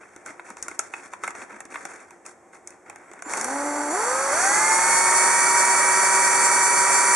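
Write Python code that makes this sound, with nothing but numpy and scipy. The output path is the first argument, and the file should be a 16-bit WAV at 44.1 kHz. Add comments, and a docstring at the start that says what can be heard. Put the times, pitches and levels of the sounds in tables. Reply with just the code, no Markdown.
"""Sandpaper rubs and clicks close by on a tiled kitchen counter as fingers fold it round a plastic nock in a drill chuck.
Rubs and scrapes are noise that catches and lets go; each click is a noise crack over a ringing knock.
Then the trigger is squeezed in steps and the cordless drill whines up to full speed: sines follow the rotor as
singing gears, noise rattles in the gearbox, the nock hisses in the grit, and the brushes fizz in a fixed
pattern that repeats every two rotor turns. Soft air noise and an appliance drone lie underneath."""
import sys
import numpy as np
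from scipy import signal
from scipy.fft import rfft, irfft, next_fast_len
from scipy.io import wavfile
from scipy.ndimage import map_coordinates

SR = 44100
rng = np.random.default_rng(int(sys.argv[2]) if len(sys.argv) > 2 else 0)


def inscribe(sig):
    """Save sig as 16-bit PCM at rate SR to the path in sys.argv[1].

    A 1-D sig is mono; a 2-D sig holds one channel per row.
    Samples are clipped to [-1, 1] before scaling.
    """
    pcm = np.round(np.clip(np.atleast_2d(sig).T, -1, 1) * 32767)
    wavfile.write(sys.argv[1], SR, pcm.astype(np.int16))


N = 315438
TIME = np.arange(N) / SR
KNOT_TIMES = TIME[::16]  # slow controls are computed every 16 samples

# Strokes of the sandpaper, the last as the nock starts to turn in it.
# Each row: start in seconds, length in seconds, dull rub in dB, gritty scrape in dB, both before the layer trims.
STROKES = [(0, 0.035, -50, -65), (.25, 0.057, -40.5, -50), (.441, 0.065, -44.5, -53.5),
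           (0.568, 0.18, -47, -52.5), (0.794, 0.072, -46.5, -49.5), (0.911, 0.15, -45, -52.5),
           (1.111, .025, -48, -55), (1.214, 0.08, -39.5, -48.5), (1.34, 0.091, -39, -49.5),
           (1.486, 0.079, -41.5, -57), (1.696, 0.26, -42.5, -51.5), (1.991, 0.028, -46, -53),
           (2.246, 0.048, -47, -49.5), (2.522, 0.031, -48.5, -56), (2.657, 0.086, -55, -63),
           (2.849, 0.44, -50, -66), (3.287, 0.13, -35.5, -36.5)]
# Resonances of nock and chuck. Each row: centre in Hz, width in Hz, lift in dB.
NOCK_MODES = [(944, 49, 5.5), (1470, 100, 3), (2087, 58, 5), (2560, 49, 0.5)]
# Rotor speeds in turns a second: creep, half speed, flat out.
SPEED_STAGES = [117, 212, 380]
CREEP, FLAT_OUT = SPEED_STAGES[0], SPEED_STAGES[2]
# Each squeeze of the trigger sets a new speed that the rotor eases up to.
# Each row: start in seconds, aim in turns a second, time constant in seconds.
SQUEEZES = [(3.24, 90, .05), (3.428, 117.3, .076), (3.905, 227.7, .135), (4.318, 362.9, .14),
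            (4.742, 383.5, .53)]
# Tones of gears and motor, the planet gears first. Overtones of the gear mesh ease off with speed, rotor tones grow.
# Each row: multiple of the rotor speed, level flat out in dB before shell and trim, growth in dB per octave of speed.
GEAR_ORDERS = [(.343, -55, 11), (1, -35.3, 32), (2.5, -25.8, 1.5), (3, -38, 20), (3.515, -37, 25),
               (4, -41, 3), (4.9, -32, 9), (5, -38, -3), (6, -29.5, 6.5), (6.3, -48, -2.5),
               (7.5, -52, -10.8), (10, -53, -5), (12, -40, 18), (12.5, -51, -2), (14, -49, 15),
               (15.5, -41.5, 15), (18, -39, 13), (19.5, -38.5, 16), (22, -38, 15), (23, -40, 15),
               (24, -34, 18)]
PLANET_ORDER = GEAR_ORDERS[0][0]
BITE_S = 0.12  # rise of rattle and hiss from standstill


def amp(db):
    """Decibels to gain."""
    return 10 ** (np.asarray(db) / 20)


def unit(x):
    """Scaled to rms 1."""
    return x / np.sqrt(np.mean(x ** 2) + 1e-20)


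def along(points, hz):
    """(Hz, value) points read on a log frequency axis."""
    f, v = np.transpose(points)
    return np.interp(np.log(hz + 1), np.log(f + 1), v)


def curves(rows):
    """One value per sample for each column after the time."""
    s, *cols = np.transpose(rows)
    return [np.interp(TIME, s, c) for c in cols]


def wobble(rate):
    """A smooth random curve, rate knots a second."""
    knots = rng.standard_normal(int(N * rate / SR) + 4)
    return np.interp(TIME, KNOT_TIMES, map_coordinates(knots, [KNOT_TIMES * rate]))


def sine(turns):
    """A sine of a phase counted in whole turns."""
    return np.sin(2 * np.pi * turns)


def filtered(x, response):
    """x times a complex response of frequency."""
    m = next_fast_len(N + SR // 2)
    return irfft(rfft(x, m) * response(np.fft.rfftfreq(m, 1 / SR)), m)[..., :N]


def coloured(x, spectrum, size=1024):
    """x through a causal minimum-phase filter of unit energy, so the spectrum sets colour but not loudness."""
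    cepstrum = irfft(np.log(amp(along(spectrum, np.fft.rfftfreq(size, 1 / SR)))))
    # folding the cepstrum forward in time makes the filter causal
    cepstrum[1:size // 2] *= 2
    cepstrum[size // 2 + 1:] = 0
    kernel = irfft(np.exp(rfft(cepstrum)))
    return signal.oaconvolve(x, kernel[None] / np.linalg.norm(kernel), axes=1)[:, :N]


def resonant(x, peaks):
    """x with bell-shaped lifts and dips, as a hollow body would add."""
    def response(hz):
        return amp(sum(db / (1 + (2 * (hz - centre) / width) ** 2) for centre, width, db in peaks))
    return filtered(x, response)


def noise_pair():
    """White noise left and right, alike in the bass and less so in the treble."""
    # Each row: frequency in Hz, left-right likeness from 0 to 1.
    likeness = [(60, 0.75), (400, 0.88), (1500, 0.86), (3000, 0.85), (8000, 0.64), (11000, 0.32)]
    m = next_fast_len(N, real=True)
    turn = np.arccos(np.clip(along(likeness, np.fft.rfftfreq(m, 1 / SR)), -1, 1)) / 2
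    mid, side = irfft(rfft(rng.standard_normal((2, m))) * [np.cos(turn), np.sin(turn)], m)[:, :N]
    return np.array([mid + side, mid - side])


def room_tone(floor_db=-54):
    """Soft air noise and an appliance drone whose tones waver in level and phase."""
    # Colour of the air. Each row: frequency in Hz, relative level in dB.
    air_colour = [(30, -35), (70, -10), (130, -11.5), (220, -5.5), (350, -1), (500, -0.5), (800, -1),
                  (1300, -8.5), (2200, -11), (2700, -26), (4300, -36), (6000, -21), (8000, -18),
                  (11500, -34)]
    # Appliance hum. Each row: frequency in Hz, level in dB that random wavering then scales.
    hum_tones = [(355, -60), (770, -63)]
    drone = np.zeros(N)
    for hz, db in hum_tones:
        phase = 2 * np.pi * hz * TIME
        drone += amp(db) * (wobble(30) * np.sin(phase) + wobble(30) * np.cos(phase))
    return amp(floor_db) * coloured(noise_pair(), air_colour) + drone


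def rubbing(body_db=-2.0, grit_db=0, catch_db=2, grain_db=3):
    """Each stroke rises, holds and dies away; grains catch and let go: a dull rub with gritty scrape above it."""
    # Colour of the dull rub. Each row: frequency in Hz, relative level in dB.
    rub_colour = [(35, -38), (70, -17.5), (150, -14), (280, 0), (600, -2.5), (1000, -0.5), (1500, 3),
                  (2300, -2.5), (2800, -18.5), (3700, -24.5), (5000, -57)]
    # Colour of the scrape. Each row: frequency in Hz, relative level in dB.
    scrape_colour = [(2500, -43), (3500, -13), (4500, -11.5), (5200, -6), (6200, 0), (8500, -1.5),
                     (10500, -8), (11600, -26)]
    attack_s, t60_s = 0.013, 0.17

    def held(start, length):
        rise = np.clip((TIME - start) / attack_s, 0, 1)
        return rise * amp(-60 * np.clip(TIME - start - length, 0, 1) / t60_s)

    # the fingers never quite rest until the paper is in place, at 2.15 s
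    slides = [(0, 2.15, -53.5, -65.5), *STROKES]
    power = sum((amp([[rub], [scrape]]) * held(start, length)) ** 2 for start, length, rub, scrape in slides)
    rub_level, scrape_level = np.sqrt(power)
    catches = unit(amp(catch_db * wobble(140)))
    grains = unit(amp(grain_db * wobble(1300)))
    rub = amp(body_db) * coloured(noise_pair() * catches * rub_level, rub_colour)
    scrape = coloured(noise_pair() * catches * grains * scrape_level, scrape_colour)
    return rub + amp(grit_db) * scrape


def ticks(count=2, crack_db=5, knock_db=-2, spread_db=1):
    """Small snaps at random moments of every stroke, over its scrape and rub; each rings one nock resonance."""
    rows = []
    for start, length, rub, scrape in STROKES:
        for when, size, mode in rng.random((count, 3)):
            db = spread_db * (2 * size - 1)
            hz = NOCK_MODES[int(mode * len(NOCK_MODES))][0]
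            rows.append((start + when * length, scrape + crack_db + db, rub + knock_db + db, hz))
    return rows


def clicks(crack_db=-3.0, knock_db=4, tone_db=3, crack_t60=0.0061, knock_t60=0.027, tone_t60=0.038,
           ring_db=-13, ring_t60=0.048, delay=0.00049, rise=0.00047):
    """A short crack over a duller knock, which rings at its own pitch."""
    # The loudest snaps of paper, nail and nock. Each row: start in seconds, before a shared delay,
    # crack in dB and knock in dB before the trims, ring in Hz.
    snaps = [(.1623, -37, -40.5, 345), (.261, -25, -37, 1530), (.395, -60, -36, 980),
             (.5028, -32, -41, 1310), (.569, -36, -38.5, 950), (.6259, -15.5, -41, 1560),
             (.6822, -19.5, -31.5, 1410), (.713, -39, -36.5, 2160), (.7918, -8, -23.5, 1320),
             (.937, -38, -25.5, 2550), (1.1344, -32, -31.5, 1010), (1.236, -27, -27.5, 1300),
             (1.2416, -26, -28.5, 1340), (1.2772, -25, -28.5, 2130), (1.3057, -30, -36, 1270),
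             (1.351, -39, -36.5, 684), (1.604, -25, -36.5, 1830), (1.653, -34.5, -43, 277),
             (1.722, -48, -36.5, 1420), (1.7419, -37, -31.5, 1500), (1.7563, -39, -28.5, 2130),
             (1.8519, -23, -30, 780), (2.107, -35.5, -43, 950), (2.2624, -25.5, -44, 1330),
             (2.6735, -24, -46.5, 2150), (2.7048, -35, -51, 353), (2.8975, -28.5, -36, 820),
             (2.9587, -35, -43, 780), (3.114, -38.5, -42, 370), (3.1347, -38, -44, 820),
             (3.1917, -48, -44, 1460), (3.2219, -25.5, -37.5, 724), (3.3353, -16, -25.5, 870),
             (3.3712, -20, -34, 888), (3.4116, -13, -32, 860), (3.4442, -12.5, -35, 964)]
    # Colour of the knock. Each row: frequency in Hz, relative level in dB.
    knock_colour = [(60, -52), (200, -11.5), (600, -1.5), (1300, 3.5), (2000, 0), (2550, -0.5), (3000, -18),
                    (3700, -14), (5000, -26.5)]
    # Colour of the crack. 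Each row: frequency in Hz, relative level in dB.
    crack_colour = [(2500, -25), (4400, -24.5), (5400, -6.5), (6600, 1.5), (8000, -2), (10000, -6),
                    (11500, -17.5)]
    crack, knock, tone = np.zeros((3, N + SR))
    t = np.arange(SR // 8) / SR
    soft = 1 - np.exp(-t / rise)
    crack_decay = amp(-60 * t / crack_t60) + amp(ring_db - 60 * t / ring_t60)
    for s, top, low, hz in [*snaps, *ticks()]:
        first = round((s + delay) * SR)
        span = slice(first, first + len(t))
        crack[span] += amp(top + crack_db) * crack_decay
        knock[span] += amp(low + knock_db - 60 * t / knock_t60) * soft
        tone[span] += amp(low + tone_db - 60 * t / tone_t60) * soft * sine(hz * t)
    body = resonant(coloured(noise_pair() * knock[:N], knock_colour), NOCK_MODES)
    return coloured(noise_pair() * crack[:N], crack_colour) + body + tone[:N]


def bumps():
    """Flesh on plastic: a few low cycles that swell and fade."""
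    # Soft bumps of the hand on the drill and of the drill in the hand.
    # Each row: centre in seconds, pitch in Hz, peak in dB, time from the peak to 1/e in seconds.
    thuds = [(0.513, 234, -43, 0.0067), (.604, 60, -62, .028), (0.624, 75, -56, .012),
             (0.716, 342, -37.5, 0.003), (1.545, 215, -49.5, .023), (2.904, 95, -61, .02),
             (3.269, 300, -33, 0.0053), (3.949, 730, -28.5, .02), (4.34, 85, -47, .015)]
    out = np.zeros(N)
    for s, hz, db, length in thuds:
        on = np.abs(TIME - s) < 3 * length
        t = TIME[on] - s
        out[on] += amp(db) * np.exp(-(t / length) ** 2) * sine(hz * t + rng.random())
    return out


def kitchen(x):
    """The tiled room's short answer: a noise tail, each frequency dying at its own speed."""
    # Each row: frequency in Hz, decay by 60 dB in seconds.
    decay_times = [(200, 0.79), (2000, 0.33), (10000, 0.13)]
    hz, t, z = signal.stft(rng.standard_normal((2, SR // 2)), SR, nperseg=256)
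    decay = amp(-60 * t / along(decay_times, hz)[:, None])
    tail = signal.istft(z * decay, SR, nperseg=256)[1]
    return signal.fftconvolve(x, tail / np.linalg.norm(tail[0]), axes=1)[:, :N]


def squeal(jitter=0.94):
    """Each thin note swells and fades while its pitch glides and levels off, its phase shaking at random."""
    # Thin rising squeals as the trigger goes in and the motor takes up load.
    # Each row: start in seconds, length in seconds, first pitch in Hz, last pitch in Hz, peak in dB.
    notes = [(2.98, .15, 9800, 11200, -72), (3.03, .16, 7460, 8050, -61), (3.22, 0.12, 7060, 7200, -41),
             (3.47, 0.67, 7330, 7430, -38), (3.89, 0.087, 6600, 7350, -32), (3.95, .3, 7350, 7550, -34),
             (4.38, 0.23, 6340, 6700, -29), (4.95, .43, 8720, 8870, -24.5)]
    out, shake = np.zeros(N), jitter * wobble(200)
    for s, length, first_hz, last_hz, db in notes:
        on = (TIME > s) & (TIME < s + length)
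        arc = np.pi * (TIME[on] - s) / length
        hz = first_hz + (last_hz - first_hz) * np.sin(arc / 2)
        phase = 2 * np.pi * np.cumsum(hz) / SR + shake[on]
        out[on] += amp(db) * np.sin(arc) * np.sin(phase)
    return out


def started(rise):
    """A gate that opens over rise seconds from the first squeeze."""
    return np.clip((TIME - SQUEEZES[0][0]) / rise, 0, 1)


def rotor(flutter=0.0005, hunting=0.0048, torque_lead_s=0.056):
    """Speed, turns made so far, and effort in octaves from flat out; a slow motor hunts more under the load."""
    # Speed won or lost as the grip changes. Each row: time in seconds, change in turns a second.
    grip_load = [(4.9, 0), (5.1, -1.1), (5.42, 1.8), (5.75, 0), (6.1, .8), (6.55, -1.2), (6.97, 1.5)]
    steady, surge, before = np.zeros(N), np.zeros(N), 0
    for s, aim, ease in SQUEEZES:
        to_go = (aim - before) * np.exp(-np.clip(TIME - s, 0, None) / ease)
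        steady += aim - before - to_go
        surge += (TIME > s) * to_go / ease
        before = aim
    slow = np.clip(1 - steady / FLAT_OUT, 0, 1)
    unsteady = 1 + flutter * wobble(25) + hunting * slow * wobble(30.07)
    speed = (steady + curves(grip_load)[0]) * unsteady
    # while it speeds up, the motor works as hard as at the speed this far ahead
    effort = np.log2(np.maximum(steady + torque_lead_s * surge, 1) / FLAT_OUT)
    return speed, np.cumsum(speed) / SR, effort


def gearbox(speed, turns, effort, slow_db=-2, fast_db=-2.0, throb=0.11, lumps_db=1.06,
            rattle_db=-21.5, db_per_octave=4):
    """Loose teeth rattle in the housing, throbbing with the planet gears, louder with effort and changing in
    colour with speed."""
    # Colour at low speed. Each row: frequency in Hz, relative level in dB.
    slow_colour = [(30, -61), (70, -23.5), (130, -26), (220, -16), (400, -6), (650, -4), (850, 2),
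                   (1100, -4), (1500, -3.5), (2200, -10), (2700, -25), (3500, -31), (5000, -34)]
    # Colour flat out. Each row: frequency in Hz, relative level in dB.
    fast_colour = [(30, -50), (70, -32.5), (160, -20), (240, -16.5), (400, -8.5), (470, -9), (550, -4.5),
                   (680, -4), (850, -2), (1300, 0), (1900, -4.5), (2400, -8), (2750, -23), (3700, -25),
                   (5000, -55)]
    level = amp(rattle_db + db_per_octave * effort + lumps_db * wobble(160)) * np.sqrt(started(BITE_S))
    teeth = level * (1 + throb * np.cos(2 * np.pi * PLANET_ORDER * turns))
    fast = np.clip((speed - CREEP) / (FLAT_OUT - CREEP), 0, 1)
    slow_part = amp(slow_db) * coloured(noise_pair() * teeth * np.sqrt(1 - fast), slow_colour)
    fast_part = amp(fast_db) * coloured(noise_pair() * teeth * np.sqrt(fast), fast_colour)
    return slow_part + fast_part


def hiss(speed, turns, effort, grit_db=0, brush_db=-8.0, throb=0.093, swell_db=-0.26, size=72,
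         hiss_db=-23, db_per_octave=7.2):
    """Grit hisses on the spinning nock; the brushes add a scratch that repeats every two turns."""
    # Colour of brushes and grit. Each row: frequency in Hz, relative level in dB.
    hiss_colour = [(1500, -41), (3300, -22), (4100, -17.5), (4550, -2.5), (5100, -15.5), (5900, 3.5),
                   (6500, -1), (7500, 0), (8100, 1), (9600, 1.5), (10700, -6), (11600, -22)]
    level = amp(hiss_db + db_per_octave * effort + swell_db * wobble(12)) * started(BITE_S)
    pulse = 1 + throb * np.cos(2 * np.pi * turns) + throb * np.cos(2 * np.pi * PLANET_ORDER * turns)
    # one fixed scratch per side: equal harmonics in random phase, read by the rotor's position
    scratch = irfft(np.exp(2j * np.pi * rng.random((2, size))), size * size)
    cycle = np.arange(size * size) / size ** 2
    brushes = np.array([np.interp(turns / 2, cycle, s, period=1) for s in scratch])
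    brushes = unit(coloured(brushes * amp(4.3 * wobble(24)), hiss_colour)) * turns.clip(0, 1)
    speed_share = (speed / FLAT_OUT) ** 2
    grit = amp(grit_db) * pulse * coloured(noise_pair(), hiss_colour)
    return level * (grit + amp(brush_db) * speed_share * brushes)


def whine(speed, turns, tone_db=0.04, waver_db=1.47, slip=0.23, settle=0.28):
    """Gear meshes and motor orders: each wavers in level and slips a little in phase with the backlash."""
    # How the shell passes the tones. Each row: frequency in Hz, gain in dB.
    shell = [(300, -5), (900, 0), (1500, 1.5), (2350, -1), (2800, -26), (3900, -30), (4600, -7),
             (5800, 1.5)]
    start_s, knot_s = 3.3, .02
    on = TIME > start_s
    t, out = TIME[on], np.zeros(N)
    knots = np.arange(start_s, t[-1] + knot_s, knot_s)
    knot_speed = np.interp(knots, TIME, speed)
    for order, db, growth in GEAR_ORDERS:
        waver, drift = rng.standard_normal((2, len(knots)))
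        level = db + growth * np.log2(knot_speed / FLAT_OUT) + along(shell, order * knot_speed)
        gain = np.interp(t, knots, amp(level + tone_db + waver_db * waver))
        phase = 2 * np.pi * order * turns[on] + np.interp(t, knots, slip * drift)  # slip in radians
        out[on] += gain * np.sqrt(2) * np.sin(phase)
    return out * np.clip((TIME - start_s) / settle, 0, 1) ** 2


def placed(x, lag=2.2e-5):
    """The drill is louder on the right over most of its range and reaches the left lag seconds later."""
    # Each row: frequency in Hz, left minus right in dB.
    left_lean = [(400, 0.5), (1200, -0.5), (2400, -3.5), (5500, -1.5), (9000, -2.3), (11500, 0)]
    sides = np.array([[.5], [-.5]])

    def response(hz):
        return amp(sides * along(left_lean, hz)) * np.exp(-2j * np.pi * hz * lag * sides)
    return filtered(x, response)


def scene():
    """Handling with the kitchen's answer, then the drill; gear tones glide through the case's resonances."""
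    # Peaks and dips of the hollow gear case. Each row: centre in Hz, width in Hz, lift in dB.
    gear_case = [(466, 29, -6), (680, 72, -5), (886, 76, -0.5), (1048, 24, -7), (1537, 81, 2),
                 (1756, 79, -2.5), (2080, 65, 1)]
    # Peaks and dips of the drill's shell. Each row: centre in Hz, width in Hz, lift in dB.
    drill_shell = [(5950, 100, -4.5), (7500, 130, 3.5), (8020, 320, -2), (8900, 100, -1.5), (9340, 130, 0),
                   (9940, 290, -1)]
    speed, turns, effort = rotor()
    gears = resonant(whine(speed, turns) + gearbox(speed, turns, effort), gear_case)
    friction = resonant(hiss(speed, turns, effort), drill_shell)
    drill = started(0.014) * (gears + friction) + squeal()
    hands = rubbing() + clicks() + bumps()
    return placed(drill) + hands + amp(-12.5) * kitchen(hands) + room_tone()


def record(dry, notch_width_hz=105, top_hz=11650):
    """Narrow notches cut slits in the treble, and the sound fades to nothing within 100 Hz above top_hz."""
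    # Centres of the notches in Hz.
    notch_centres = [3000, 4000, 4930, 5060]

    def response(hz):
        notches = np.prod([1 - np.exp(-((hz - c) / notch_width_hz) ** 2) for c in notch_centres], axis=0)
        return notches * np.clip((top_hz - hz) / 100 + 1, 0, 1)
    return filtered(dry, response)


dry = scene()
out = record(dry)
inscribe(out)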